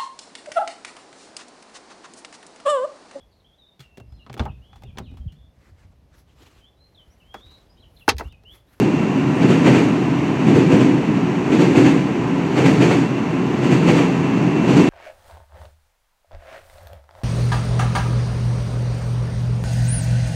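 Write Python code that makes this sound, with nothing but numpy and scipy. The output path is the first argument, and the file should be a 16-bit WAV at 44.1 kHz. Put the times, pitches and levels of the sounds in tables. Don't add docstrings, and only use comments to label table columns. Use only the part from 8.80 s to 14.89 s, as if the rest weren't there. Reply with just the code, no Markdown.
import sys
import numpy as np
from scipy import signal
from scipy.fft import rfft, irfft, next_fast_len
from scipy.io import wavfile
from scipy.ndimage import uniform_filter1d, minimum_filter1d

SR = 44100
rng = np.random.default_rng(int(sys.argv[2]) if len(sys.argv) > 2 else 0)


def persist_wave(psi):
    counts = np.round(np.clip(psi, -1, 1) * 32767).astype(np.int16)
    wavfile.write(sys.argv[1], SR, np.atleast_2d(counts).T)


N = 268559
TIME = np.arange(N) / SR
SPEED_M_PER_S, RAIL_M = 24.2, 25


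def from_db(db):
    return 10 ** (np.asarray(db) / 20)


def rms_one(x):
    return x / np.sqrt(np.mean(x ** 2) + 1e-20)


def in_time(rows):
    seconds, *columns = np.transpose(rows)
    return [np.interp(TIME, seconds, column) for column in columns]


def drift(rate_hz):
    step, settle = 40, 2000
    pole = np.exp(-2 * np.pi * rate_hz * step / SR)
    grain = rng.standard_normal(N // step + settle + 2)
    slow = signal.lfilter([1], [1, -2 * pole, pole ** 2], grain)[settle:]
    return np.interp(np.arange(N) / step, np.arange(len(slow)), rms_one(slow))


def noise(spectrum):
    hz, db = np.transpose(spectrum)
    size = next_fast_len(N)
    bins_hz = np.maximum(np.arange(size // 2 + 1) * SR / size, 1)
    low_skirt = np.minimum(bins_hz / hz[0], 1) ** 2
    high_skirt = np.minimum(hz[-1] / bins_hz, 1) ** 4
    gain = low_skirt * high_skirt * from_db(np.interp(np.log(bins_hz), np.log(hz), db))
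    return rms_one(irfft(rfft(rng.standard_normal(size)) * gain, size)[:N])


def resonate(x, hz, width_hz):
    pole = np.exp(-np.pi * width_hz / SR)
    feed = np.array([1, 0, -1]) * (1 - pole ** 2) / 2
    feedback = [1, -2 * pole * np.cos(2 * np.pi * hz / SR), pole ** 2]
    return signal.lfilter(feed, feedback, x + 1e-18)


# frequency in Hz, width in Hz, relative gain in dB when rolling, relative gain in dB when struck at a joint.
BODY_MODES = [(131.1, 18.7, -1, -1.1), (170, 20.7, 1.5, -2), (215.7, 16, -2, -13.5),
              (264.4, 21.7, -0.4, -3.5), (294, 40.4, -2, -1), (361.5, 27, -5.5, -6), (401, 53, -12, -14),
              (452.2, 8.3, -15, -6), (494, 8.2, -15, -8.5)]


def body(forces, modes_db):
    modes = 0
    for force, db, (hz, width_hz, *_) in zip(forces, modes_db, BODY_MODES):
        modes = modes + from_db(db) * resonate(force, hz, width_hz)
    return signal.sosfilt(signal.butter(3, [115, 480], "band", fs=SR, output="sos"), modes)


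def shaking(modes_db, evenness, span_s):
    forces = rng.standard_normal((len(BODY_MODES), N + SR))
    x = body(forces, modes_db)[SR:]
    power = uniform_filter1d(x * x, int(span_s * SR))
    power = uniform_filter1d(power, int(span_s * SR / 2))
    return rms_one(x / power ** (evenness / 2))


# frequency in Hz, relative level in dB per Hz.
SWAY_SPECTRUM = [(25, -19), (40, -22), (55, -10.5), (82, 1), (110, 3.5), (160, -16)]
ROAR_SPECTRUM = [(450, -6), (600, 0.7), (800, 0.5), (1020, -0.5), (1200, -4.5), (1450, -7.5), (2100, -8),
                 (2700, -8), (3000, -12.5), (3400, -24), (4500, -42)]
HISS_SPECTRUM = [(2500, -19), (3400, 0.5), (4000, -2.0), (4550, -1.5), (5050, -7.5), (5900, -3),
                 (6900, -5.5), (8200, -11.5), (9600, -22.5), (12000, -25), (15000, -28.5)]


def rolling():
    rumble_db, roar_db, hiss_db = -18, -29.0, -46
    to_mid_rail_s = (RAIL_M + AXLES[-1][0]) / 2 / SPEED_M_PER_S
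    rail_db, = in_time([(s + to_mid_rail_s, db) for s, *_, db in JOINTS])
    contact = drift(26)
    shake = shaking(np.array(BODY_MODES)[:, 2], evenness=0.15, span_s=0.042)
    rumble = from_db(rumble_db + rail_db) * (shake + from_db(-22.0) * noise(SWAY_SPECTRUM))
    roar = from_db(roar_db + rail_db + 0.3 * contact) * noise(ROAR_SPECTRUM)
    hiss = from_db(hiss_db + rail_db + 0.4 * contact) * noise(HISS_SPECTRUM)
    return rumble, roar + hiss


# arrival of the first axle in seconds, boom in dB, clash in dB, sizzle in dB,
# extra for the leading bogie in dB, roughness of the next rail in dB.
JOINTS = [(-0.468, -4.5, -22, -29.5, 0, .5), (0.585, -8.5, -18, -30.5, -2, 0.7),
          (1.641, -8.5, -21.7, -34.5, 1.3, -0.3), (2.691, -8, -19.5, -31, 0, -0.65),
          (3.742, -11, -19, -30.5, 1.9, -1), (4.802, -10, -19.5, -31, -1.5, 0.9),
          (5.856, -8, -20.5, -30.5, 1.5, 1.5)]
# distance behind the first axle in m, build-up in seconds, then boom, clash and sizzle in dB,
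# each added to the level of the joint.
AXLES = [(0, 0.044, -5.5, -4.5, -6.5), (2.1, 0.036, -2, -2.5, -3.5), (5.95, 0.039, -0.5, 0, -1.5),
         (8.25, 0.032, -4, -1.7, -4)]


def swell(joints_db, axles_db, t60_s):
    approach, approach_s = from_db(-12), 0.093
    power = np.zeros(N)
    for (arrival_s, *_, lead_db, _), joint_db in zip(JOINTS, joints_db):
        for (behind_m, rise_s, *_), axle_db, bogie_db in zip(AXLES, axles_db, [lead_db, lead_db, 0, 0]):
            age = TIME - arrival_s - behind_m / SPEED_M_PER_S
            nearing = approach * np.exp(np.minimum(age, 0) / approach_s)
            onset = np.maximum(nearing, np.clip(age / rise_s, 0, 1))
            decay_db = 60 * np.maximum(age - rise_s, 0) / t60_s
            power += (onset * from_db(joint_db + bogie_db + axle_db - decay_db)) ** 2
    return np.sqrt(power)


# frequency in Hz, relative level in dB per Hz.
CLASH_SPECTRUM = [(450, -0.5), (600, -1), (800, -2.5), (1020, -5.5), (1200, -8.5), (1450, -9.5), (2100, -8),
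                  (2700, -8.5), (3000, -13.5), (3400, -21), (4500, -47)]
SIZZLE_SPECTRUM = [(2500, -8), (3400, -0.5), (4000, -3), (4550, 0), (5050, -8.5), (5900, -4.5), (6900, -5),
                   (8200, -10.5), (9600, -22.0), (12000, -25.5), (15000, -32)]


def joints():
    _, boom_db, clash_db, sizzle_db, *_ = np.transpose(JOINTS)
    _, _, axle_boom_db, axle_clash_db, axle_sizzle_db = np.transpose(AXLES)
    rattle = drift(70)
    shake = shaking(np.array(BODY_MODES)[:, 3], evenness=0.78, span_s=0.02)
    boom = swell(boom_db, axle_boom_db, t60_s=0.81) * (shake + from_db(-33) * noise(SWAY_SPECTRUM))
    clash = swell(clash_db, axle_clash_db, t60_s=0.57) * from_db(1.1 * rattle) * noise(CLASH_SPECTRUM)
    sizzle = swell(sizzle_db, axle_sizzle_db, t60_s=0.67) * from_db(0.21 * rattle) * noise(SIZZLE_SPECTRUM)
    return boom, clash + sizzle


# time in seconds, level in dB rms.
WHINE_LEVEL = [(0, -45.5), (1.35, -46), (1.7, -57), (4.05, -57), (4.26, -39.5), (4.65, -48), (5.0, -41),
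               (5.6, -41.5), (6.09, -38)]


def whine(waver_hz, waver_db):
    start_hz, sag_hz_per_s = 2740, 7.6
    db, = in_time(WHINE_LEVEL)
    hz = start_hz - sag_hz_per_s * TIME + waver_hz * drift(4.8)
    phase = 2 * np.pi * np.cumsum(hz) / SR
    return from_db(db + waver_db * drift(6)) * np.sqrt(2) * np.sin(phase)


def singing(hz, width_hz):
    once = resonate(rng.standard_normal(N + SR), hz, width_hz)
    return rms_one(resonate(once, hz, width_hz)[SR:])


# frequency in Hz, width in Hz, level in dB rms.
WHEEL_MODES = [(998, 25, -43.5), (4693, 40, -72), (5500, 20, -70)]


def wheels():
    return sum(from_db(db) * singing(hz, width_hz) for hz, width_hz, db in WHEEL_MODES)


# middle in seconds, time from there to a fade to 1/e in seconds, frequency in Hz, level at the top in dB rms.
SQUEAKS = [(0.023, 0.018, 11000, -62), (.57, .025, 8500, -56), (.735, .025, 11100, -63),
           (1.78, .03, 11000, -63), (5.12, .02, 11020, -60)]


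def squeaks(width_hz):
    total = np.zeros(N)
    for middle_s, length_s, hz, db in SQUEAKS:
        rub = np.exp(-((TIME - middle_s) / length_s) ** 2)
        total += from_db(db) * rub * singing(hz, width_hz)
    return total


def bumps():
    bumps_per_s, mean_db, spread_db = 1.5, -11, 2
    born = rng.random(N) < bumps_per_s / SR
    pushes_db = mean_db + spread_db * rng.standard_normal(N)
    return list(zip(TIME[born], pushes_db[born]))


# start in seconds, push in dB relative to the common jolt level.
SET_JOLTS = [(0.349, -4.5), (0.634, 3), (0.899, -13), (1.001, -17), (2.28, -3), (2.956, -3), (3.735, -4),
             (3.997, -1.5), (4.915, -7), (5.084, -2), (5.563, -3), (5.662, -7)]


def jolts(level_db, bounce_db):
    force, chance = np.zeros(N + SR), rng.random((N, 2))
    for (s, db), (delay, side) in zip(list(SET_JOLTS) + bumps(), chance):
        rebound_s = s + .008 + .012 * delay
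        force[int(s * SR)] += from_db(db)
        force[int(rebound_s * SR)] += from_db(db + bounce_db) * np.sign(side - .5)
    swing = (-1) ** np.arange(len(BODY_MODES))[:, None]
    modes_db = np.array(BODY_MODES)[:, 2]
    unit_peak = np.abs(body(swing * signal.unit_impulse(SR), modes_db)).max()
    return from_db(level_db) * body(swing * force[:N], modes_db) / unit_peak


def cabin(x, count):
    out, strength = x.copy(), from_db(-26.5)
    delays_s = rng.uniform(0.002045, .02, count)
    for delay_s, side in zip(delays_s, rng.choice([-1, 1], count)):
        lag = int(delay_s * SR)
        out[lag:] += side * strength * x[:-lag]
    return out / np.sqrt(1 + count * strength ** 2)


def scene():
    rumble, rush = rolling()
    boom, clatter = joints()
    floor = rumble + boom + jolts(level_db=-3.5, bounce_db=-8.0)
    tones = whine(waver_hz=1.79, waver_db=2.4) + wheels() + squeaks(width_hz=300)
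    air = cabin(rush + clatter, count=12) + tones
    return (floor + air)[None]


def record(dry):
    cutoff_hz = 15100
    allowed = 1 / np.maximum(np.abs(dry), 1)
    gain = uniform_filter1d(minimum_filter1d(allowed, size=256), size=256)
    return signal.sosfilt(signal.ellip(10, .1, 80, cutoff_hz, fs=SR, output="sos"), dry * gain)


dry = scene()
out = record(dry)
persist_wave(out)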